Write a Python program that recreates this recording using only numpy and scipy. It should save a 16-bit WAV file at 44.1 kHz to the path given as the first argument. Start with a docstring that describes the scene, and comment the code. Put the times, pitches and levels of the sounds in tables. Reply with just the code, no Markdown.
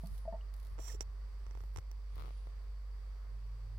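"""A glass coffee maker on a humming stove: foam fizzes, steam sings, the pot knocks and gulps, bubbles burst.
Filtered noise makes foam, steam and simmering; fading sine waves make the pot and bubbles ring.
Then something rubs and sputters at the microphone, probably its housing under the hand: hisses and a snap
made of noise and clicks, then runs of dry ticks at the right port (microphone opening), then the left.
When they stop, the hum, room air and soft simmering remain, and a low sine drone sets in and swells."""
import sys
import numpy as np
from scipy import signal
from scipy.fft import rfft, irfft
from scipy.io import wavfile
from scipy.ndimage import uniform_filter1d

SR = 44100
rng = np.random.default_rng(int(sys.argv[2]) if len(sys.argv) > 2 else 0)


def wav_record(signal):
    """Record a signal, one row per channel, as 16-bit PCM in the file named by sys.argv[1]."""
    frames = np.transpose(np.atleast_2d(signal))
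    bounded = np.clip(frames, -1, 1)
    # unit amplitude maps onto the largest positive 16-bit level
    quanta = np.round(bounded * 32767).astype(np.int16)
    wavfile.write(sys.argv[1], SR, quanta)


N = 166698


def amp(db):
    """Turn decibels into a plain gain."""
    return 10 ** (np.asarray(db) / 20)


def clock():
    """Time of every sample in seconds."""
    return np.arange(N) / SR


def pan(db):
    """Left and right gains for a left-minus-right level difference."""
    return amp(np.array([[db], [-db]]) / 2)


def freqs(size):
    """Frequencies of a spectrum in Hz, kept above zero."""
    return np.maximum(np.arange(size // 2 + 1) * SR / size, 1)


def colour(table, f):
    """Each dB column of a table, joined on a log-frequency axis."""
    hz, *columns = np.array(table, float).T
    return np.array([np.interp(np.log(f), np.log(hz), column) for column in columns])


def shape(x, db):
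    """Filter by a gain in dB for each frequency."""
    return irfft(rfft(x) * amp(db), N)


def noise():
    """Two unrelated white noises at 0 dB per Hz."""
    return rng.standard_normal((2, N)) * np.sqrt(SR / 2)


def band_noise(hz, octaves):
    """Two unrelated noises of rms 1 in a bell-shaped band."""
    x = shape(noise(), -6 * (np.log2(freqs(N) / hz) / octaves) ** 2)
    return x / x.std()


def walk(rate):
    """Smooth random wandering with spread 1, heading for a new value `rate` times a second."""
    step = max(int(SR / rate), 1)
    stairs = np.repeat(rng.standard_normal(N // step + 1), step)
    smooth = uniform_filter1d(stairs, step)[:N]
    return smooth / smooth.std()


def tone(hz):
    """Steady sine of rms 1 that starts at a random point of its cycle."""
    return np.sqrt(2) * np.sin(2 * np.pi * (hz * clock() + rng.random()))


def bell(t, centre, width):
    """Smooth swell to 1 and back; the width is the standard deviation."""
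    return np.exp(-((t - centre) / width) ** 2 / 2)


def spell(t, start, length):
    """Fade in, hold, fade out."""
    fade_s = 0.08
    return np.clip(np.minimum(t - start, start + length - t) / fade_s, 0, 1)


def add(out, start, x):
    """Mix a sound in at a time in seconds."""
    i = max(int(start * SR), 0)
    out[:, i:i + x.shape[-1]] += x[..., :N - i]


def with_tail(x, db, t60):
    """A sound with a short diffuse tail, made of noise that falls by 60 dB in t60 seconds."""
    t = clock()[:SR // 2]
    tail = rng.standard_normal((2, len(t))) * amp(-60 * t / t60)
    tail *= amp(db) / np.sqrt(np.sum(tail ** 2) / 2)
    return x + signal.fftconvolve(x, tail, axes=1)[:, :N]


# brief dip of the hum: time_s, change_db
HUM_DIP = [(1.77, 0), (1.805, -10), (1.83, -1.5), (1.92, 0)]


def mains_hum():
    """A low sine hum whose strength wavers slightly and dips briefly."""
    mains_hz, level_db, waver, left_minus_right_db = 49.23, -43, 0.017, -2  # waver is a fraction of the strength
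    dip_db = np.interp(clock(), *np.array(HUM_DIP).T)
    hum = tone(mains_hz) * amp(level_db + dip_db) * (1 + waver * walk(11))
    return hum * pan(left_minus_right_db)


# pitch of each faint whine: pitch_hz
WHINE_HZ = [400, 434, 502, 542, 4524, 4890, 5739]
# average level of each whine, in the same order: left_db, right_db
WHINE_LEVELS = [(-87.5, -81.5), (-86, -87), (-80.5, -101), (-91, -82.5), (-84, -92.5), (-87.5, -94.5),
                (-100, -88.5), (-79, -106)]


def whines():
    """Faint sines of fixed pitch whose levels drift a little."""
    drift_db = 1
    out = np.zeros((2, N))
    for hz, (left, right) in zip(WHINE_HZ, WHINE_LEVELS):
        out += tone(hz) * amp(drift_db * walk(6.8)) * amp([[left], [right]])
    return out


# colour of the kitchen air: pitch_hz, left_db_per_hz, right_db_per_hz
ROOM = [(20, -88.5, -81.5), (47.3, -72, -73), (76.5, -77, -86.5), (140, -94.5, -92), (192, -100, -100),
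        (272, -116, -115), (379, -101, -99.5), (684, -105, -103.5), (735, -104, -104), (1140, -102, -97),
        (1404, -108, -104.5), (2100, -112.5, -104), (2650, -114, -110.5), (3100, -112.5, -114.5),
        (4210, -111, -115), (4550, -104, -112), (5700, -119, -111), (6670, -123, -120),
        (8050, -114.5, -121), (10560, -125, -123), (10800, -126, -124.5), (12700, -120.5, -121.5),
        (17300, -126, -125)]


def room_air():
    """Broad background noise, more alike on both sides in the bass than in the treble."""
    most_alike, alike_hz, waver_db = 0.73, 1400, .5  # most_alike: 1 would be identical sides
    f = freqs(N)
    alike = most_alike / (1 + (f / alike_hz) ** 2)
    # mix a shared noise with a noise of opposite sign on each side
    mid, side = rfft(noise()) * np.sqrt(np.array([1 + alike, 1 - alike]) / 2)
    air = irfft(np.array([mid + side, mid - side]) * amp(colour(ROOM, f)), N)
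    return air * amp(waver_db * walk(5.92))


# spells of fizzing: start_s, length_s, level_db (before colouring), left_minus_right_db, brightest_hz
FIZZ = [(-.07, 0.32, -69.5, -3.5, 10200), (0.503, 0.29, -75, 0, 10400), (1.52, 0.2, -77, -11, 13700),
        (1.722, .1, -66.5, -2, 13800)]
# colour of the foam: pitch_hz, gain_db
FOAM = [(1500, -7.5), (4500, 4.5), (7000, -2.5), (8500, -0.5), (10000, 2.5), (11500, 1.5), (14000, 4),
        (16000, -8)]
# louder crackles: start_s, level_db (before colouring), left_minus_right_db
CRACKLES = [(.059, -60, -4), (0.0707, -53, -3), (.1296, -70, 0), (0.153, -65, 5), (0.1791, -59, -10),
            (0.539, -55, 4), (0.564, -63.5, -7), (0.599, -59.5, -5), (0.6286, -62.5, 7), (0.649, -60, -0.5),
            (0.6693, -61, -8)]


def foam():
    """Spells of tiny bursting bubbles, each with its own bubble size, and louder crackles among them."""
    grains_per_s, spread_db = 3000, 3.2
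    lift_db, lift_width_hz, crackle_decay_s = 4.5, 1100, 0.0033
    t, f = clock(), freqs(N)
    struck = rng.random((2, N)) < grains_per_s / SR
    strength = rng.standard_normal((2, N)) * amp(spread_db * rng.exponential(size=(2, N)))
    grains = struck * strength
    grains /= grains.std()
    fizz, crackle_level = np.zeros((2, N)), np.zeros((2, N))
    for start, length, db, side_db, hz in FIZZ:
        lift = lift_db * np.exp(-((f - hz) / lift_width_hz) ** 2)
        fizz += pan(side_db) * amp(db) * spell(t, start, length) * shape(grains, lift)
    for start, db, side_db in CRACKLES:
        fade = (t > start) * np.exp(-abs(t - start) / crackle_decay_s)
        crackle_level += pan(side_db) * amp(db) * fade
    crackles = rng.standard_normal((2, N)) * crackle_level
    return shape(fizz + crackles, colour(FOAM, f))


# spells of singing steam: start_s, length_s, left_db, right_db (before the flicker)
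SINGING = [(-.05, 0.35, -78.5, -79), (2.074, 0.45, -81.5, -82)]


def steam():
    """Thin singing: a narrow high band of noise that flickers and fades in and out."""
    centre_hz, width_hz, flicker_db = 9820, 800, 1.3
    t = clock()
    offset = (freqs(N) - centre_hz) / (width_hz / 2)
    hiss = shape(noise(), -20 * np.log10(1 + offset ** 2))
    hiss = hiss / hiss.std() * amp(flicker_db * walk(39))
    level = sum(amp([[left], [right]]) * spell(t, start, length) for start, length, left, right in SINGING)
    return hiss * level


# soft swells: centre_s, width_s, gain_db
SIMMERS = [(.6, 0.49, 1), (1.28, 0.14, -8), (2.55, 0.088, 0), (2.96, 0.11, -1), (3.25, 0.084, 1.5)]
# resonances of the simmering: pitch_hz, width_hz, level_db_per_hz (before the swells)
SIMMER = [(398, 69, -101), (670, 100, -106), (1144, 620, -102), (1880, 290, -106)]


def simmer():
    """Soft swells of boiling noise in the resonances of the pot."""
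    t, f = clock(), freqs(N)
    swell = sum(amp(db) * bell(t, centre, width) for centre, width, db in SIMMERS)
    body = sum(amp(db) / (1 + (2 * (f - hz) / width) ** 2) for hz, width, db in SIMMER)
    return swell * shape(noise(), 20 * np.log10(body))


POT_TAIL_DB, POT_TAIL_S = -21, .9  # faint tail in the room, shared by knocks and bubbles
# ringing of the pot: pitch_hz, t60_s (time to fall 60 dB), relative_db
POT = [(198.3, 0.22, -11), (667, 0.1, 0), (887, 0.083, -5.5), (1840, 0.045, -16.5)]
# knocks and gulps: start_s, level_db (scales ring and splash), tilt_db_per_octave, push_ms (fade-in)
KNOCKS = [(.033, -49, -9, 4.2), (0.252, -47, -1.5, 1.8), (0.3235, -41, -1.5, 3.1), (0.3357, -45, -2, 16)]


def pot_knocks():
    """Each push sets the pot ringing, with a slightly unsteady pitch, and adds a splash of noise."""
    slosh_amount = .012  # pitch wobble as a fraction
    splash_db, splash_t60_s = -12.5, 0.15
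    out, t = np.zeros((2, N)), clock()[:SR // 2]
    slosh = slosh_amount * walk(91.5)
    splash = band_noise(hz=674, octaves=0.49)
    for start, db, tilt, push_ms in KNOCKS:
        now = int(start * SR) + np.arange(len(t))
        cycles_per_hz = np.cumsum(1 + slosh[now]) / SR
        ring = 0
        for hz, t60, level in POT:
            tilt_db = tilt * np.log2(hz / POT[1][0])
            ring = ring + amp(level + tilt_db - 60 * t / t60) * np.sin(2 * np.pi * hz * cycles_per_hz)
        wet = splash[:, now] * amp(splash_db - 60 * t / splash_t60_s)
        push = np.minimum(t * 1000 / push_ms, 1)
        add(out, start, amp(db) * (ring + wet) * push)
    return with_tail(out, POT_TAIL_DB, POT_TAIL_S)


# bursting bubbles, and low pops that go with the rubbing and the snap: start_s, pitch_hz,
# level_db (before swell and decay), t60_s, glide_octaves_per_s, left_minus_right_db
BUBBLES = [(0.0347, 184, -28, 0.054, -13, -3.5), (0.058, 4480, -51, 0.018, 1, -7),
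           (.2765, 650, -25, 0.074, 1, 2), (.338, 651, -32, 0.049, -2, -5), (0.41, 2940, -49, 0.015, -5, 0),
           (.447, 1240, -59, 0.036, -2, 10), (.781, 505, -48, 0.064, -3.5, 15),
           (0.7932, 370, -39.5, 0.011, 8, 25.5), (.793, 706, -45, 0.042, -10, -6),
           (.889, 2154, -52, 0.069, -6.5, 0), (0.897, 1904, -44.5, 0.034, -10, -4),
           (.937, 508, -52, 0.078, -16.5, -21), (.948, 397, -38, 0.027, 7, 9),
           (1.0075, 418, -28.5, 0.0093, 3, -7)]


def bubbles():
    """Fading sines at each bubble's own gliding pitch; longer rings also swell more slowly."""
    rise_per_ring = 0.0045 / 0.047  # rise time as a share of t60
    out, t = np.zeros((2, N)), clock()[:SR // 2]
    for start, hz, db, t60, glide, side_db in BUBBLES:
        pitch_hz = hz * 2 ** (glide * np.minimum(t, t60))
        phase = np.cumsum(pitch_hz) / SR
        swell = 1 - np.exp(-t / (rise_per_ring * t60))
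        add(out, start, pan(side_db) * swell * amp(db - 60 * t / t60) * np.sin(2 * np.pi * phase))
    return with_tail(out, POT_TAIL_DB, POT_TAIL_S)


# dull bumps of handling: centre_s, width_s, level_db, left_minus_right_db
BUMPS = [(.14, 0.037, -49, -1), (.31, 0.025, -55, 2), (.75, 0.057, -56, 7.5), (.99, 0.068, -52.5, -4),
         (1.58, 0.089, -59.5, -10), (1.779, 0.015, -45, 3), (2.19, 0.037, -48.5, 0.5),
         (2.47, 0.003, -55, 13)]


def handling_bumps():
    """Short swells of low noise that reach the two ports separately."""
    t = clock()
    level = sum(pan(side_db) * amp(db) * bell(t, centre, width) for centre, width, db, side_db in BUMPS)
    return band_noise(hz=78, octaves=0.55) * level


# narrow resonances of the right port: pitch_hz, width_hz, lift_db
PORT = [(5740, 500, 20), (7380, 500, 17.5), (9000, 480, 8)]


def port_lift(f):
    """Resonances of the right port in dB; the left has none."""
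    lift = sum(db * np.exp(-((f - hz) / width) ** 2) for hz, width, db in PORT)
    return np.array([[0], [1]]) * lift


def impulse(db):
    """Click with a given spectrum in dB that begins at once and rings only afterwards (minimum phase)."""
    cepstrum = irfft(db * np.log(10) / 20)
    half = cepstrum.shape[-1] // 2
    # fold the backward half of the response onto the forward half
    cepstrum[:, 1:half] *= 2
    cepstrum[:, half + 1:] = 0
    return irfft(np.exp(rfft(cepstrum)))


def port_ticks(table, body, near, f):
    """Stick-slip ticks, each with its own brightness and ring, reaching the far port late."""
    far_lag_s, ring_db, ring_octaves = 0.000617, 6, .3
    out = np.zeros((2, N))
    octaves = np.log2(np.maximum(f, 400) / 400)  # the tilt starts at 400 Hz
    for start, db, tilt, hz in table:
        ring = ring_db * np.exp(-(np.log2(f / hz) / ring_octaves) ** 2)
        click = impulse(body + tilt * octaves + ring)
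        click *= -amp(db) / abs(click).max()
        add(out, start, near * click)
        add(out, start + far_lag_s, (1 - near) * click)
    return with_tail(out, db=-12, t60=.035)


# colour of a tick at the right port: pitch_hz, left_db, right_db
RIGHT_BODY = [(30, -10, -18), (110, -11, 6.5), (255, -11.5, -4.5), (420, 1, 7.5), (856, -8, 1.5),
              (1040, -12.5, -1.5), (1500, -23, -5.5), (2160, -20, -3.5), (2160, -14, -6.5),
              (2760, -26, -10), (4400, -36, -16.5), (6800, -36, -25.5), (9400, -50, -22.5),
              (16500, -43, -49)]
# ticks at the right port: start_s, peak_db (louder side, before the tail), tilt_db_per_octave, ring_hz
RIGHT_TICKS = [(.7825, -41, -1.5, 905), (.7888, -34.5, -2, 1100), (.7933, -38, -3.5, 500),
               (1.008, -20.5, 4.5, 5750), (1.00905, -42, 11, 5880), (1.4661, -40, -1, 1210),
               (1.5104, -39.5, -2, 5700), (1.5519, -37.5, -3, 980), (1.574, -38.5, -3, 620),
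               (1.606, -40.5, -1.5, 1220), (1.6375, -41, -3, 905), (1.7615, -28.5, 0, 1000),
               (1.7731, -30, 4, 1100), (1.7824, -34.5, -7, 1020), (1.7865, -30.5, 1, 1410),
               (1.9148, -38.5, 1, 5700)]


def right_ticks():
    """Dry ticks and the snap: clicks coloured by the right port and its resonances."""
    f = freqs(size=2048)
    near = np.array([[0], [1]])
    return port_ticks(RIGHT_TICKS, colour(RIGHT_BODY, f) + port_lift(f), near, f)


# rubbing hisses: start_s, rise_s, hold_s, release_s, gain_db, tilt_db_per_octave
RUBS = [(0.785, 0.017, 0.092, 0.096, -9, 2.5), (0.788, 0.097, 0.035, 0.059, -3, -2),
        (1.004, 0.0061, 0.0024, 0.025, 2.5, -0.5)]
# colour of the rubbing: pitch_hz, left_db_per_hz, right_db_per_hz (before gain, tilt and port)
RUB = [(244, -104, -104), (483, -87.5, -87.5), (1000, -99, -90), (1490, -104, -96.5), (2620, -113, -95.5),
       (3150, -101, -99), (4700, -102, -100), (6550, -116, -100), (9400, -118, -100), (11700, -106, -101),
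       (15900, -104, -100)]


def rubbing():
    """Uneven friction hiss that swells and dies smoothly and rings the right port."""
    rough_db, tilt_from_hz = 1.8, 5700
    t, f = clock(), freqs(N)
    friction = noise() * amp(rough_db * walk(280))
    octaves = np.log2(np.maximum(f / tilt_from_hz, 1))
    out = np.zeros((2, N))
    for start, rise, hold, release, db, tilt in RUBS:
        corners_s = start + np.cumsum([0, rise, hold, release])
        contact = np.interp(t, corners_s, [0, 1, 1, 0])
        force = amp(db) * np.sin(np.pi / 2 * contact) ** 2
        out += shape(friction * force, colour(RUB, f) + port_lift(f) + tilt * octaves)
    return out


# colour of a tick at the left port: pitch_hz, left_db, right_db
LEFT_BODY = [(30, -29, -11), (108, 12.5, -12), (262, -1.5, -14.5), (450, 2.5, -7.5), (750, 1.5, -9.5),
             (1120, -0.5, -7.5), (1560, -9, -28), (2220, -18.5, -3.5), (3220, -10.5, -28),
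             (4650, -12.5, -38), (6500, -30, -49), (10100, -23.5, -28), (16000, -19.5, -38)]
# ticks at the left port: start_s, peak_db (louder side, before the tail), tilt_db_per_octave, ring_hz
LEFT_TICKS = [(1.9148, -34, 10, 5750), (2.1575, -37.5, 2, 14000), (2.1677, -41, -6, 1200),
              (2.1805, -36, 1, 1050), (2.1873, -40.5, -2, 1250), (2.1965, -34.5, 0.5, 1000),
              (2.2035, -38, 0.5, 1150), (2.2099, -36.5, 0, 1200), (2.2223, -35.5, 0, 1300),
              (2.237, -40.5, 0, 1090), (2.2429, -44, -4, 1250), (2.2484, -40, -3, 1300),
              (2.2582, -40, -0.5, 1300), (2.2649, -42, 0, 900), (2.2729, -43.5, -0.5, 1100),
              (2.2809, -40, -4, 846), (2.2906, -41, 0, 850), (2.3072, -41, -1.5, 600),
              (2.4714, -39.5, -3, 630)]


def left_ticks():
    """Dry ticks: clicks coloured by the left port, late at the right one."""
    f = freqs(size=2048)
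    near = np.array([[1], [0]])
    return port_ticks(LEFT_TICKS, colour(LEFT_BODY, f), near, f)


# level of a soft scrape under the left ticks: time_s, left_db, right_db
SCRAPE = [(2.08, -84, -80), (2.2, -70, -67), (2.3, -74, -71), (2.6, -82, -79)]


def scrape():
    """A band of noise that swells and fades, silent outside the times in its table."""
    times, *sides = np.array(SCRAPE).T
    level_db = [np.interp(clock(), times, db, left=-np.inf, right=-np.inf) for db in sides]
    return band_noise(hz=2360, octaves=1.1) * amp(level_db)


def late_drone():
    """A low sine that sets in quickly, then keeps swelling with a wavering level."""
    start_s, rise_s = 3.275, 0.013
    start_db, swell_db_per_s = -61.5, 13.5
    age = np.maximum(clock() - start_s, 0)
    fade_in = np.minimum(age / rise_s, 1)
    return tone(108) * fade_in * amp(start_db + swell_db_per_s * age + walk(7))


def scene():
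    """All the sounds together, in the order they first appear."""
    background = mains_hum() + whines() + room_air()
    coffee = foam() + steam() + simmer() + pot_knocks() + bubbles()
    microphone = handling_bumps() + right_ticks() + rubbing() + left_ticks() + scrape()
    return background + coffee + microphone + late_drone()


def record(dry):
    """The recorder cuts the top with a steep low-pass filter."""
    top_hz = 16050
    low_pass = signal.ellip(10, .2, 80, top_hz, fs=SR, output="sos")
    return signal.sosfilt(low_pass, dry)


dry = scene()
out = record(dry)
wav_record(out)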